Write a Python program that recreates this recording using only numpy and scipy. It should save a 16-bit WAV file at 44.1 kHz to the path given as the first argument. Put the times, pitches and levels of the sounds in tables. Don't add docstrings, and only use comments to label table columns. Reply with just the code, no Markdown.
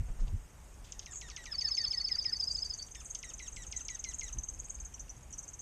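import sys
import numpy as np
from scipy import signal
from scipy.fft import rfft, irfft, next_fast_len
from scipy.io import wavfile
from scipy.ndimage import uniform_filter1d, map_coordinates

SR = 44100
rng = np.random.default_rng(int(sys.argv[2]) if len(sys.argv) > 2 else 0)


def output_pcm(signal):
    pcm = np.clip(np.atleast_2d(signal).T, -1, 1) * 32767
    wavfile.write(sys.argv[1], SR, np.round(pcm).astype(np.int16))


def boost_factor(decibels):
    exponent = np.asarray(decibels, float) / 20
    return 10 ** exponent


N = 247401


def unit(x):
    return x / np.sqrt(np.mean(x ** 2) + 1e-20)


def filtered(x, response):
    m = next_fast_len(len(x) + 8192)
    return irfft(rfft(x, m) * response(np.fft.rfftfreq(m, 1 / SR)), m)[:len(x)]


def add(track, sound, s):
    start = max(round(s * SR), 0)
    track[start:start + len(sound)] += sound[:len(track) - start]


def glide(shape):
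    s, hz, db = np.transpose(shape)
    t = np.arange(s[0], s[-1], 1 / SR)
    pitch = uniform_filter1d(np.exp(np.interp(t, s, np.log(hz))), size=45)
    return 2 * np.pi * np.cumsum(pitch) / SR, np.interp(t, s, db)


def whistle(shape, harmonic=1):
    phase, db = glide(shape)
    window = signal.windows.tukey(len(db), min(1, 130 / len(db)))
    return np.sqrt(2) * boost_factor(db) * np.sin(harmonic * phase) * window


def rough(note, depth_db, rate):
    knots = rng.standard_normal(200)
    return note * boost_factor(depth_db * map_coordinates(knots, [np.arange(len(note)) / SR * rate]))


# delay_s, level_db
WALL_RETURNS = [(.0112, -7.5), (.021, -10)]


def echoed(note, near_db, near_t60, far_db, far_t60, wall_db=-12, direct_db=0):
    t = np.arange(SR // 4) / SR
    draw = rng.standard_normal((2, len(t)))
    near = draw[0] * (abs(draw[0]) > 1.9) * boost_factor(-60 * t / near_t60) * (t > .002)
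    far = draw[1] * boost_factor(-60 * t / far_t60) * (t > .008)
    paths = boost_factor(near_db) * near / np.linalg.norm(near) + boost_factor(far_db) * far / np.linalg.norm(far)
    paths[0] = boost_factor(direct_db)
    for delay, db in WALL_RETURNS:
        paths[round(delay * SR)] += boost_factor(db + wall_db)
    return signal.fftconvolve(note, paths)


# frequency_hz, density_db (per Hz)
YARD_SPECTRUM = [(12, -57), (22, -3), (38, -0.5), (58, 1), (90, -11.5), (130, -13), (200, -21),
                 (400, -25.5), (900, -28), (2500, -34.5), (4300, -41.5), (6500, -38.5), (9000, -39),
                 (10300, -45), (12000, -42.5), (14500, -50)]
# time_s, rumble_db
TRAFFIC_SWELL = [(0, 7), (.8, -1.5), (1.5, -1.5), (2.3, 0), (3, -0.5), (3.8, 0.5), (4.6, 2), (5.6, -1)]
# pitch_hz, level_db (rms)
MACHINE_HUM = [(734, -82), (856, -80), (979, -82)]


def yard():
    level_db, rumble_top_hz = -51.5, 160
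    z = signal.stft(rng.standard_normal(N + 512), nperseg=512)[2]
    patches = uniform_filter1d(uniform_filter1d(rng.standard_normal(z.shape), 6, 0), 12, 1)
    noise = signal.istft(z * boost_factor(0.95 * unit(patches)), nperseg=512)[1][:N]
    hz, db = np.transpose(YARD_SPECTRUM)
    t = np.arange(N) / SR
    hum = sum(np.sqrt(2) * boost_factor(line_db) * np.sin(2 * np.pi * line_hz * t) for line_hz, line_db in MACHINE_HUM)
    air = unit(filtered(noise, lambda f: boost_factor(np.interp(np.log(f + 1), np.log(hz), db))))
    rumble = filtered(air, lambda f: 1 / (1 + (f / rumble_top_hz) ** 4))
    swell = boost_factor(np.interp(t, *np.transpose(TRAFFIC_SWELL)))
    return boost_factor(level_db) * (air + rumble * (swell - 1)) + hum


# peak_s, peak_db, pitch_hz, width_s
WING_GUSTS = [
    (.005, -26, 47, 0.017),
    (.038, -31.5, 49, 0.026),
    (0.111, -30, 26.6, 0.012),
    (0.228, -21.5, 29, 0.024),
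    (0.281, -34.5, 29.3, 0.074),
    (0.344, -27, 86, 0.0094),
    (0.369, -31, 32, 0.023),
    (4.389, -32.5, 50.5, 0.014),
    (4.361, -42.5, 122.3, 0.0084),
    (4.56, -56, 54.4, 0.013),
]
# peak_s, level_db, centre_hz
FEATHER_BRUSHES = [(0.01, -37.5, 97), (0.094, -45.5, 86), (.189, -57, 133), (0.222, -42, 112),
                   (.09, -59.5, 453), (.217, -60, 400), (0.279, -59.5, 635), (0.255, -48, 89.5),
                   (0.287, -46, 84.5), (0.329, -52.5, 177), (0.34, -43.5, 124), (4.364, -51.5, 182)]
# peak_s, level_db, length_s, centre_hz
SEED_RUSTLES = [(.003, -61.5, 0.0052, 1840), (0.092, -64, 0.01, 1440), (0.195, -55, 0.00406, 1100),
                (0.205, -64.5, 0.01, 4400), (0.273, -51, 0.00023, 2300), (0.281, -56.5, 0.0026, 3180),
                (0.742, -65, 0.001, 4870), (0.849, -59.5, 0.0088, 3750), (0.882, -64, 0.018, 2940),
                (1.027, -60, 0.008, 3470), (1.288, -63, 0.0046, 2800), (2.886, -60, .002, 2800),
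                (5.085, -64, 0.0024, 4008), (5.21, -70, 0.0018, 4000)]


def landing():
    brush_s = 0.012
    out, t = np.zeros(N), np.arange(N) / SR
    for s, db, hz, width in WING_GUSTS:
        out += boost_factor(db) * np.exp(-((t - s) / width) ** 2 / 2) * np.cos(2 * np.pi * hz * (t - s))
    t = t[:SR // 6]
    brushes = [(s, db, brush_s, hz) for s, db, hz in FEATHER_BRUSHES]
    for s, db, length, hz in brushes + SEED_RUSTLES:
        band = lambda f: np.exp(-(np.log((f + 1) / hz) / 0.61) ** 2)
        burst = unit(filtered(rng.standard_normal(len(t)), band))
        add(out, boost_factor(db) * burst * t / length * np.exp(1 - t / length), s - length)
    return out


# time_s, pitch_hz, level_db
PLUNGE_SHAPE = [(-.0035, 6753, 2.5), (-.0025, 6340, -2), (-.001, 5006, -3.5), (0, 4220, -9),
                (.0015, 3100, -1), (.004, 2404, -10)]


def swoop(plunge_db, hold_db, hz, sag, shape, throat, length, overtones_db, drop_db, top_hz, lower_db, upper_db):
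    hold_middle_s, hold_half_s, drop_from_s = 0.038, 0.0227, .08
    s, ratio, db, loss_db = np.transpose(shape)
    ratio = ratio - sag / hz * np.clip(s - hold_middle_s, -hold_half_s, hold_half_s)
    s, db = s * length, db + drop_db * (s > drop_from_s)
    throat_hz, throat_db = np.transpose(throat)
    first_s, first_hz = PLUNGE_SHAPE[0][:2]
    note = 0
    for k in range(5):
        top = []
        for at, f, level in PLUNGE_SHAPE:
            raised_hz = f + (top_hz - first_hz) * (at / first_s) ** 2 * (at < 0)
            top.append((at, raised_hz, level + plunge_db + lower_db * (at >= 0) if k == 0 else -110))
        top[-1] = (*top[-1][:2], hold_db + 5.5 if k == 0 else -110)
        colour_db = np.interp(np.log((k + 1) * ratio * hz), np.log(throat_hz), throat_db)
        voice_db = overtones_db * (k > 0) + upper_db * (k > 2) - k * loss_db + colour_db
        tone = whistle(top + list(zip(s, ratio * hz, hold_db + db + voice_db)), harmonic=k + 1)
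        note = note + rough(rough(tone, depth_db=1.2, rate=60), depth_db=1.5, rate=400)
    return note


# start_s, plunge_db, hold_db, hold_hz, sag_hz_per_s
SWOOP_CALLS = [(0.9245, -40, -75, 1840, 3003), (0.996, -41, -88, 1980, 3000),
               (1.063, -43, -62.5, 1840, 2193), (1.215, -42.5, -60, 1862, 2198),
               (1.3028, -42.5, -63.5, 1844, 3505), (1.3663, -41, -58.5, 1928, 399),
               (1.459, -43.5, -56, 1817, 4497), (1.6129, -40, -57, 1820, 3489),
               (1.7712, -41.5, -55.5, 1876, 2996), (1.9278, -44, -58.5, 1910, 2506),
               (2.088, -43.5, -56.5, 1897, 3498), (2.2445, -40.5, -57, 1863, 2995),
               (2.951, -43.5, -59, 1788, -400), (3.1518, -39, -75, 1970, 1003),
               (3.2315, -44, -58, 1896, 782), (3.3954, -45.5, -58, 1948, 1498),
               (3.5653, -42, -58, 1953, 1815), (3.727, -40.5, -60, 1990, 1802),
               (3.886, -41, -58.5, 1958, 1788), (4.044, -37.5, -56.5, 2032, 1496),
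               (4.212, -43.5, -57.5, 1980, 2606)]
# length_ratio, overtones_db, final_drop_db
SWOOP_VOICES = [(1, 2, 0), (1, 0, 2), (0.902, -1, 5), (.98, 1.5, 3), (1, 0, 4), (0.999, -1, 0),
                (0.998, -3, -3), (1, -4, 0), (0.998, -3.5, -2), (1, -6, -7), (1, -8, -12), (1, -8, -9),
                (.78, -1.5, 0), (1, -8, 0), (1, 1, -4), (1, 0.5, -3), (1, -0.5, -4), (1, -0.5, 4),
                (0.999, -1, -2), (1.002, 0, -2), (1, 0, 0)]
# top_hz, lower_half_db, upper_overtones_db
PLUNGE_RUNS = [(8300, -8, 0), (7300, -7, 0), (6800, -6, -6), (6800, -2, 0), (6800, -4, -4), (6900, -2, 0),
               (6700, -3, -8), (6700, -4, -8), (6700, -6, -6), (6700, -4, -8), (6700, -5, -8),
               (6700, -5, -8), (6400, -4, -9), (7600, -5, 0), (6700, -3, -7), (6700, -3, -4),
               (6700, -3, -4), (6700, -3, -4), (6700, -3, -4), (6700, -3, -3), (6600, -3, -7)]
# time_s (from the plunge), pitch_ratio, level_db, loss_db (per overtone)
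FIRST_HOLD = [(.01, 1.09, 1.5, 3.5), (.02, 1.015, 3.5, 8.5), (.04, 1.001, 2, 10.5), (.065, .99, -2.5, 4.5),
              (.072, .91, -2.5, 3.5), (.077, .75, -2, 2.5), (.085, .67, -9.5, 10), (.104, .63, -15, -2.5),
              (.109, 0.43, -16, 2)]
LATER_HOLD = [(.009, 1.06, 9.5, 11), (.018, 1.005, 2.5, 5.7), (.04, 1.001, 0, 2.5), (.066, .99, -1.5, 1.75),
              (.07, .95, 2.5, 1.4), (.076, .82, 1, 4), (.086, .69, 1.5, 7.4), (.091, 0.695, 7, 6.5)]
# frequency_hz, gain_db
FIRST_THROAT = [(1000, 4), (1900, -2.2), (2600, 9.5), (3700, -0.5), (4800, 10.5), (5600, 2), (7500, 11),
                (9500, 0)]
# frequency_hz, gain_db
LATER_THROAT = [(1300, -6.5), (1600, -21), (1830, -4), (2700, 3), (3900, -3), (5600, 0), (7500, 3),
                (9800, -6)]
# start_s, level_db
SWOOP_HOOKS = [
    (1.545, -60),
    (1.7, -62),
    (1.857, -63),
    (2.012, -59),
    (2.17, -60.5),
    (2.332, -58),
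]
# time_s, pitch_hz, level_db
HOOK_COURSE = [(-.003, 2570, -8), (.002, 2213, 2.5), (.008, 1980, 1), (.016, 1900, -9), (.021, 1910, -16)]


def swoops():
    ground_s, ground_db = 0.0049, -8
    out = np.zeros(N)
    space = dict(near_db=-7.5, near_t60=0.03, far_db=-12, far_t60=0.41)
    for (s, *call), voice, run in zip(SWOOP_CALLS, SWOOP_VOICES, PLUNGE_RUNS):
        bird = (FIRST_HOLD, FIRST_THROAT) if s < N / SR / 2 else (LATER_HOLD, LATER_THROAT)
        start = s + PLUNGE_SHAPE[0][0]
        add(out, echoed(swoop(*call, *bird, *voice, *run), **space), start)
        add(out, boost_factor(ground_db + call[0]) * whistle(PLUNGE_SHAPE[:4]), start + ground_s)
    for s, db in SWOOP_HOOKS:
        add(out, boost_factor(db) * echoed(whistle(HOOK_COURSE), **space), s + HOOK_COURSE[0][0])
    return out


# start_s, length_s, level_db, lowest_hz, swing_hz, blur_hz
BUZZ_CALLS = [
    (1.107, 0.086, -50, 6530, 2380, 145),
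    (2.494, 0.068, -59.5, 7400, 2040, 700),
    (2.996, 0.15, -61.5, 7360, 2250, 830),
    (3.503, 0.09, -59.5, 7160, 2310, 680),
    (1.91, 0.051, -68.5, 7260, 3360, 604),
    (4.661, 0.066, -64.5, 7760, 1835, 583),
]


def buzzes():
    rate = 80
    out = np.zeros(N)
    for s, length, db, hz, swing_hz, blur_hz in BUZZ_CALLS:
        t = np.arange(0, length, 1 / SR)
        cycle = (rate * t) % 1
        size = boost_factor(3 * rng.standard_normal(30))[(rate * t).astype(int)]
        blur = blur_hz * unit(uniform_filter1d(rng.standard_normal(len(t)), size=60))
        pitch = hz + swing_hz * cycle ** 1.1 + blur
        sweep = np.sin(2 * np.pi * np.cumsum(pitch) / SR) * np.sin(np.pi * cycle ** .4) ** 2
        swell = np.sin(np.pi * t / length) ** .4
        call = boost_factor(db) * size * swell * rough(sweep, depth_db=5, rate=500)
        add(out, echoed(call, near_db=-2.5, near_t60=.1, far_db=-3, far_t60=.3), s)
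    return out


# start_s, fall_db, rise_db, rise_hz
TRILL_SYLLABLES = [(1.5238, -36.5, -32, 4486), (1.5904, -28, -29, 4520), (1.654, -27, -30, 4450),
                   (1.7184, -28, -28, 4480), (1.7832, -26.5, -29.5, 4527), (1.8479, -26.5, -31, 4480),
                   (1.9145, -28, -32, 4470), (1.9817, -29, -30.5, 4460), (2.0519, -27, -36, 4530),
                   (2.1218, -26, -30, 4624), (2.192, -27, -33, 4620), (2.2614, -27.5, -33, 4530),
                   (2.3332, -27.5, -33.5, 4560), (2.4057, -27.5, -29.5, 4700), (2.4805, -29, -27.5, 4660),
                   (2.5549, -30, -32, 4560), (2.6283, -30.5, -35.5, 4620), (2.707, -32, -37.5, 4560),
                   (2.796, -39.5, -39.5, 4570)]
# lead_in_db, early_swell_db, flick_db, closes_early_s
SYLLABLE_SHAPES = [(-1, -1, -9, .0001), (-4, -2, -3, 0.000079), (-2, 3.5, 0, .0001),
                   (-1, -5.5, -1.5, .0001), (0, 0, -2, 0.00017), (2, 0.5, -2, 0.00016), (2.5, 1, -4, .0001),
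                   (-3, 2.5, -5.5, .0001), (-1, 4.5, -7, .0001), (-1, -4.5, -2.5, .0001),
                   (0, 1.5, -3, .0001), (-5, 0.5, -4, .0001), (-7, 0, -0.5, .0001), (-5, 6, 0.5, 0.0004),
                   (-8.5, -3, -1, .001), (-3, -3.5, -1.5, .001), (-2, 0, -4, 0.0018), (-1, -1, 1.5, 0.0053),
                   (-2, 0.5, 2, 0.0071)]
# time_s, pitch_ratio, level_db
FALLING_NOTE = [(-.012, 1.08, -29), (-.008, 1.031, -13.5), (-.003, 1.0084, -5), (.003, .995, -3.5),
                (.006, .985, -6), (0.009, 0.96, -41)]
# time_s, pitch_ratio, level_db
RISING_NOTE = [(-.031, 0.666, -26.5), (-.027, .75, -23), (-.023, .86, -29), (-.019, .99, -20),
               (-.014, 1.005, -10.5), (-.007, 1.005, -7.5), (-.002, 1.015, -3), (.001, 1.04, -9),
               (.004, 1.2, -24)]
# time_s, pitch_hz, level_db
CLOSING_FLICK = [(-.004, 6980, -15), (-.002, 6449, -13), (0, 6310, -4), (.002, 6050, 1), (.0035, 5660, -26)]


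def trill():
    base_hz, sag_hz_per_s = 5105, 64
    weak_from_db, flat_hz_per_db, level_per_db = -36.5, 157, .7
    level_at_first, climb_from_s = 3.5, 0.51
    rise_lag_s, lag_growth, flick_base_db, flick_sinks_per_s = .0325, 0.0048, -43, 0.048
    lead_ends_s, swell_ends_s = -.02, -.006
    out = np.zeros(N)
    space = dict(wall_db=-7, near_db=-10.5, near_t60=0.06, far_db=-17, far_t60=0.37)
    fall_space = dict(wall_db=-8.5, near_db=-12.5, near_t60=0.037, far_db=-19.5, far_t60=0.4)
    rows = np.column_stack([TRILL_SYLLABLES, SYLLABLE_SHAPES])
    for s, fall_db, rise_db, rise_hz, lead_db, swell_db, flick_db, early_s in rows:
        sung, weak_db = s - TRILL_SYLLABLES[0][0], max(weak_from_db - fall_db, 0)
        fall_hz = base_hz - sag_hz_per_s * sung - flat_hz_per_db * weak_db
        fall = [(at, fall_hz * ratio ** (1 - level_per_db * weak_db), db) for at, ratio, db in FALLING_NOTE]
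        held = level_at_first * max(1 - sung / climb_from_s, 0)
        rise = []
        for at, ratio, db in RISING_NOTE:
            change_db = lead_db if at < lead_ends_s else swell_db * (at < swell_ends_s)
            rise.append((at, rise_hz * (ratio - held * max(at + 0.0041, -.014)), db + change_db))
        close = s + rise_lag_s + lag_growth * sung - early_s
        falling = rough(whistle(fall), depth_db=0.2, rate=190)
        rising = rough(whistle(rise[3:]), depth_db=1.0, rate=127)
        lead_in = rough(whistle(rise[:4]), depth_db=5, rate=430)
        flick = whistle(CLOSING_FLICK, harmonic=1.02 - flick_sinks_per_s * sung)
        add(out, boost_factor(fall_db) * echoed(falling, **fall_space), s + FALLING_NOTE[0][0])
        add(out, boost_factor(rise_db) * echoed(rising, **space), close + RISING_NOTE[3][0])
        add(out, boost_factor(rise_db) * echoed(lead_in, **space), close + RISING_NOTE[0][0])
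        add(out, boost_factor(flick_base_db + flick_db) * echoed(flick, **space), close + CLOSING_FLICK[0][0])
    # time_s, pitch_hz, level_db
    afternote = [(0, 5850, -64), (.012, 5760, -66), (.034, 5680, -70)]
    add(out, echoed(rough(whistle(afternote), depth_db=2.5, rate=200), **space), 2.834)
    return out


# start_s, level_db
CHIP_CALLS = [(2.4, -44.5), (2.4426, -49), (2.4823, -50), (2.517, -48), (2.563, -45), (2.606, -47),
              (2.6493, -45), (2.695, -52), (2.7385, -40.5), (2.7786, -44), (2.8252, -53), (2.8675, -53.5),
              (2.912, -51), (2.955, -49.5), (3.003, -43.5), (3.056, -43.5), (3.101, -43.5), (3.1502, -40),
              (3.19, -47),
              (3.246, -46.5), (3.2926, -49.5), (3.3375, -43.5), (3.382, -46), (3.4263, -46),
                (3.475, -46.5), (3.523, -49), (3.575, -57), (3.6224, -45.5), (3.6674, -42), (3.7144, -43.5),
                (3.763, -34.5), (3.806, -38.5), (3.852, -47.5), (3.901, -40.5), (3.948, -38.5),
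                (3.993, -41), (4.0404, -40.5), (4.088, -41.5), (4.1365, -38.5), (4.1871, -37.5),
                (4.234, -42.5), (4.281, -43),
              (4.328, -35), (4.385, -29.5), (4.4342, -35.5), (4.486, -31), (4.539, -42.5), (4.592, -43.5),
             (4.646, -47), (4.6973, -41), (4.7457, -47), (4.8016, -44), (4.851, -42), (4.941, -35),
             (4.9962, -39.5), (5.052, -72), (5.094, -39.5), (5.164, -55), (5.2295, -57), (5.306, -55),
             (5.329, -43.5), (5.382, -41.5), (5.431, -45.5), (5.4805, -44), (5.535, -42.5), (5.5924, -41)]
# lead_in_db, climb_db
CHIP_VOICES = [(-4, -3), (3, 0), (-5, 0), (-4, 3), (-11, 0), (-6, 0), (2, 1), (0, 1), (-4, -5), (-1, 2),
               (-2.5, -4), (-2, 5.5), (-3, 6.5), (-5, 2), (-3, -3), (-4, -1), (-6, 1), (2, -10), (-1, -1),
               (0, 0), (-2, 3), (-1, -5.5), (-2, -3), (-2, 1.5), (1.5, 2), (8, 3), (0, 0), (3, 0),
                  (3, 0), (4.5, 2), (4, 1.5), (4, -5), (2.5, -1), (5, 0), (0, -10), (-3, -0.5), (-1, -2),
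                  (-5.5, 0), (-5, 1.5), (-2.5, -2), (-3, 4), (-6, -3),
               (-0.37, -5), (0.38, -14), (0, -5), (0, -6.5), (2.2, -1), (2, 5), (0.46, 4), (0, 2.5),
               (-0.27, 4.5), (0, 2.5), (-0.2, -3), (0, -6.5), (0, -0.5), (0, 0), (0, 2.5), (0, 0), (0, -3),
               (0, -13), (-2, 5), (-2, 2.5), (-2, 4.5), (-2.2, 4.5), (-2, -1), (-1.8, -0.5)]
# time_s, lowest_hz, high_lead_in_db
CHIP_DRIFT = [(2.4, 6370, -59), (2.85, 6440, -50), (3.15, 6380, -48), (3.75, 6420, -58), (4.2, 6420, -43),
              (4.33, 6350, -49), (4.5, 6420, -55.5), (4.65, 6390, -51), (4.86, 6400, -52),
              (4.94, 6220, -52.5), (5.1, 5980, -55), (5.16, 6670, -71), (5.31, 6870, -72),
              (5.328, 5720, -48), (5.39, 6130, -49), (5.53, 6230, -51)]
# time_s, echo_db
CHIP_ECHOES = [(2.4, -3), (3.6, -0.5), (4, -0.5), (4.4, -5), (5.1, -2), (5.4, -1)]
# time_s, pitch_hz, level_db
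BEAK_SNAP = [(0, 5200, -17), (.0015, 3200, 4.5), (.003, 2030, 22.5)]


def chatter():
    start_top_hz, top_sinks_hz_per_s, scatter_hz = 9027, 196, 59.6
    beak_base_db, beak_scatter_db = -68.5, 2
    out = np.zeros(N)
    when, lowest_hz, lead_in_db = np.transpose(CHIP_DRIFT)
    chips = CHIP_CALLS
    voices = CHIP_VOICES
    for (s, db), (top_db, climb_db) in zip(chips, voices):
        echo_db = np.interp(s, *np.transpose(CHIP_ECHOES))
        hz = np.interp(s, when, lowest_hz) + scatter_hz * rng.standard_normal()
        lead_db = min(np.interp(s, when, lead_in_db) + top_db - db, -1.5)
        top_hz = start_top_hz - top_sinks_hz_per_s * (s - when[0])
        drop = [(-.005, 1.023 * top_hz, lead_db - 9.5), (-.0035, top_hz, lead_db + 5.5),
                (-.002, .9 * top_hz, lead_db + 0.5), (-.0005, 1.07 * hz, lead_db + 9.5)]
        turn = [(.002, .965 * hz, 0), (.004, .96 * hz, 1.5), (.0065, .99 * hz, climb_db - 2)]
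        climb = [(.009, 1.03 * hz, climb_db + 1.5), (.012, 1.3 * hz, climb_db - 13),
                 (.015, 1.16 * hz, climb_db - 6), (.018, 0.95 * hz, -35)]
        chip = rough(whistle(drop + turn + climb), depth_db=3.0, rate=415)
        space = dict(wall_db=echo_db - 6.5, direct_db=-1, near_db=echo_db - 1.5, near_t60=0.035,
                     far_db=-15.0, far_t60=0.51)
        add(out, boost_factor(db - 11) * echoed(chip, **space), s + drop[0][0])
        beak_db = beak_base_db + 0.35 * (db + 35.5) + beak_scatter_db * rng.standard_normal()
        add(out, boost_factor(beak_db) * whistle(BEAK_SNAP), s - .013)
        add(out, boost_factor(db - 34.0) * whistle(turn, harmonic=0.49), s + turn[0][0])
    return out


# start_s, level_db, pitch_hz, octave_db
THROAT_CLUCKS = [(4.579, -61, 2550, -1), (4.635, -63, 2340, 2), (4.686, -60, 2380, -3),
                 (4.79, -57, 2400, -4), (4.842, -66, 2520, -2), (4.929, -68, 2950, 2),
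                 (4.943, -59, 3050, -8), (4.982, -59, 2680, -14), (5.083, -60, 2670, -12),
                 (5.318, -65, 3100, -8), (5.338, -57, 2930, -12), (5.455, -70, 2480, 10)]
# time_s, pitch_ratio, level_db
CLUCK_COURSE = [(-.003, 1.13, 0), (0, 1, -5.5), (.003, .93, -8)]


def clucks():
    out = np.zeros(N)
    for s, db, hz, octave_db in THROAT_CLUCKS:
        shape = [(at, hz * ratio, level) for at, ratio, level in CLUCK_COURSE]
        cluck = whistle(shape) + boost_factor(octave_db) * whistle(shape, harmonic=2)
        add(out, boost_factor(db) * cluck, s + shape[0][0])
    return out


def scene():
    return (yard() + landing() + swoops() + buzzes() + trill() + chatter() + clucks())[None]


# from_s, edge_hz
UPPER_EDGE = [(0, 13600), (.25, 14500), (.9, 13200), (2.08, 14500), (3.14, 13300)]


def thinned(x, above_hz, keep):
    starved_low_hz, starved_high_hz, starved_share = 9800, 10350, .36
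    hz, t, z = signal.stft(x, SR, nperseg=1024)
    s, edge_hz = np.transpose(UPPER_EDGE)
    wander = 220 * unit(uniform_filter1d(rng.standard_normal(len(t)), size=4))
    edge = edge_hz[np.searchsorted(s, t, side="right") - 1] + wander
    usual = 1.8 * np.percentile(abs(z), 20, axis=1, keepdims=True)
    weak = (hz[:, None] > above_hz) & (uniform_filter1d(abs(z), size=3, axis=0) < keep * usual)
    thrift = uniform_filter1d(rng.standard_normal(len(t)), size=5)
    starved = (hz > starved_low_hz) & (hz < starved_high_hz)
    weak |= starved[:, None] & (thrift < np.quantile(thrift, starved_share / 2))
    return signal.istft(z * ~weak * (hz[:, None] < edge), SR, nperseg=1024)[1][:N]


# centre_hz, width_hz, gain_db
PORT_RINGS = [(6490, 297, 8), (7540, 2210, -1)]


def housed(x):
    cavity = (4280, -400, -7.5)  # centre_hz, width_hz (negative swallows), depth_db

    def port(f):
        return 1 + sum(boost_factor(db) * 1j * f * w / (c * c - f * f + 1j * f * abs(w))
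                       for c, w, db in PORT_RINGS + [cavity])
    return filtered(x, port)


def band_limit(x):
    return signal.sosfilt(signal.butter(12, 14800, fs=SR, output="sos"), x)


def record(dry):
    heard = thinned(housed(dry[0]), above_hz=3400, keep=.5)
    heard = thinned(heard, above_hz=9300, keep=.95)
    return band_limit(heard[None])


dry = scene()
out = record(dry)
output_pcm(out)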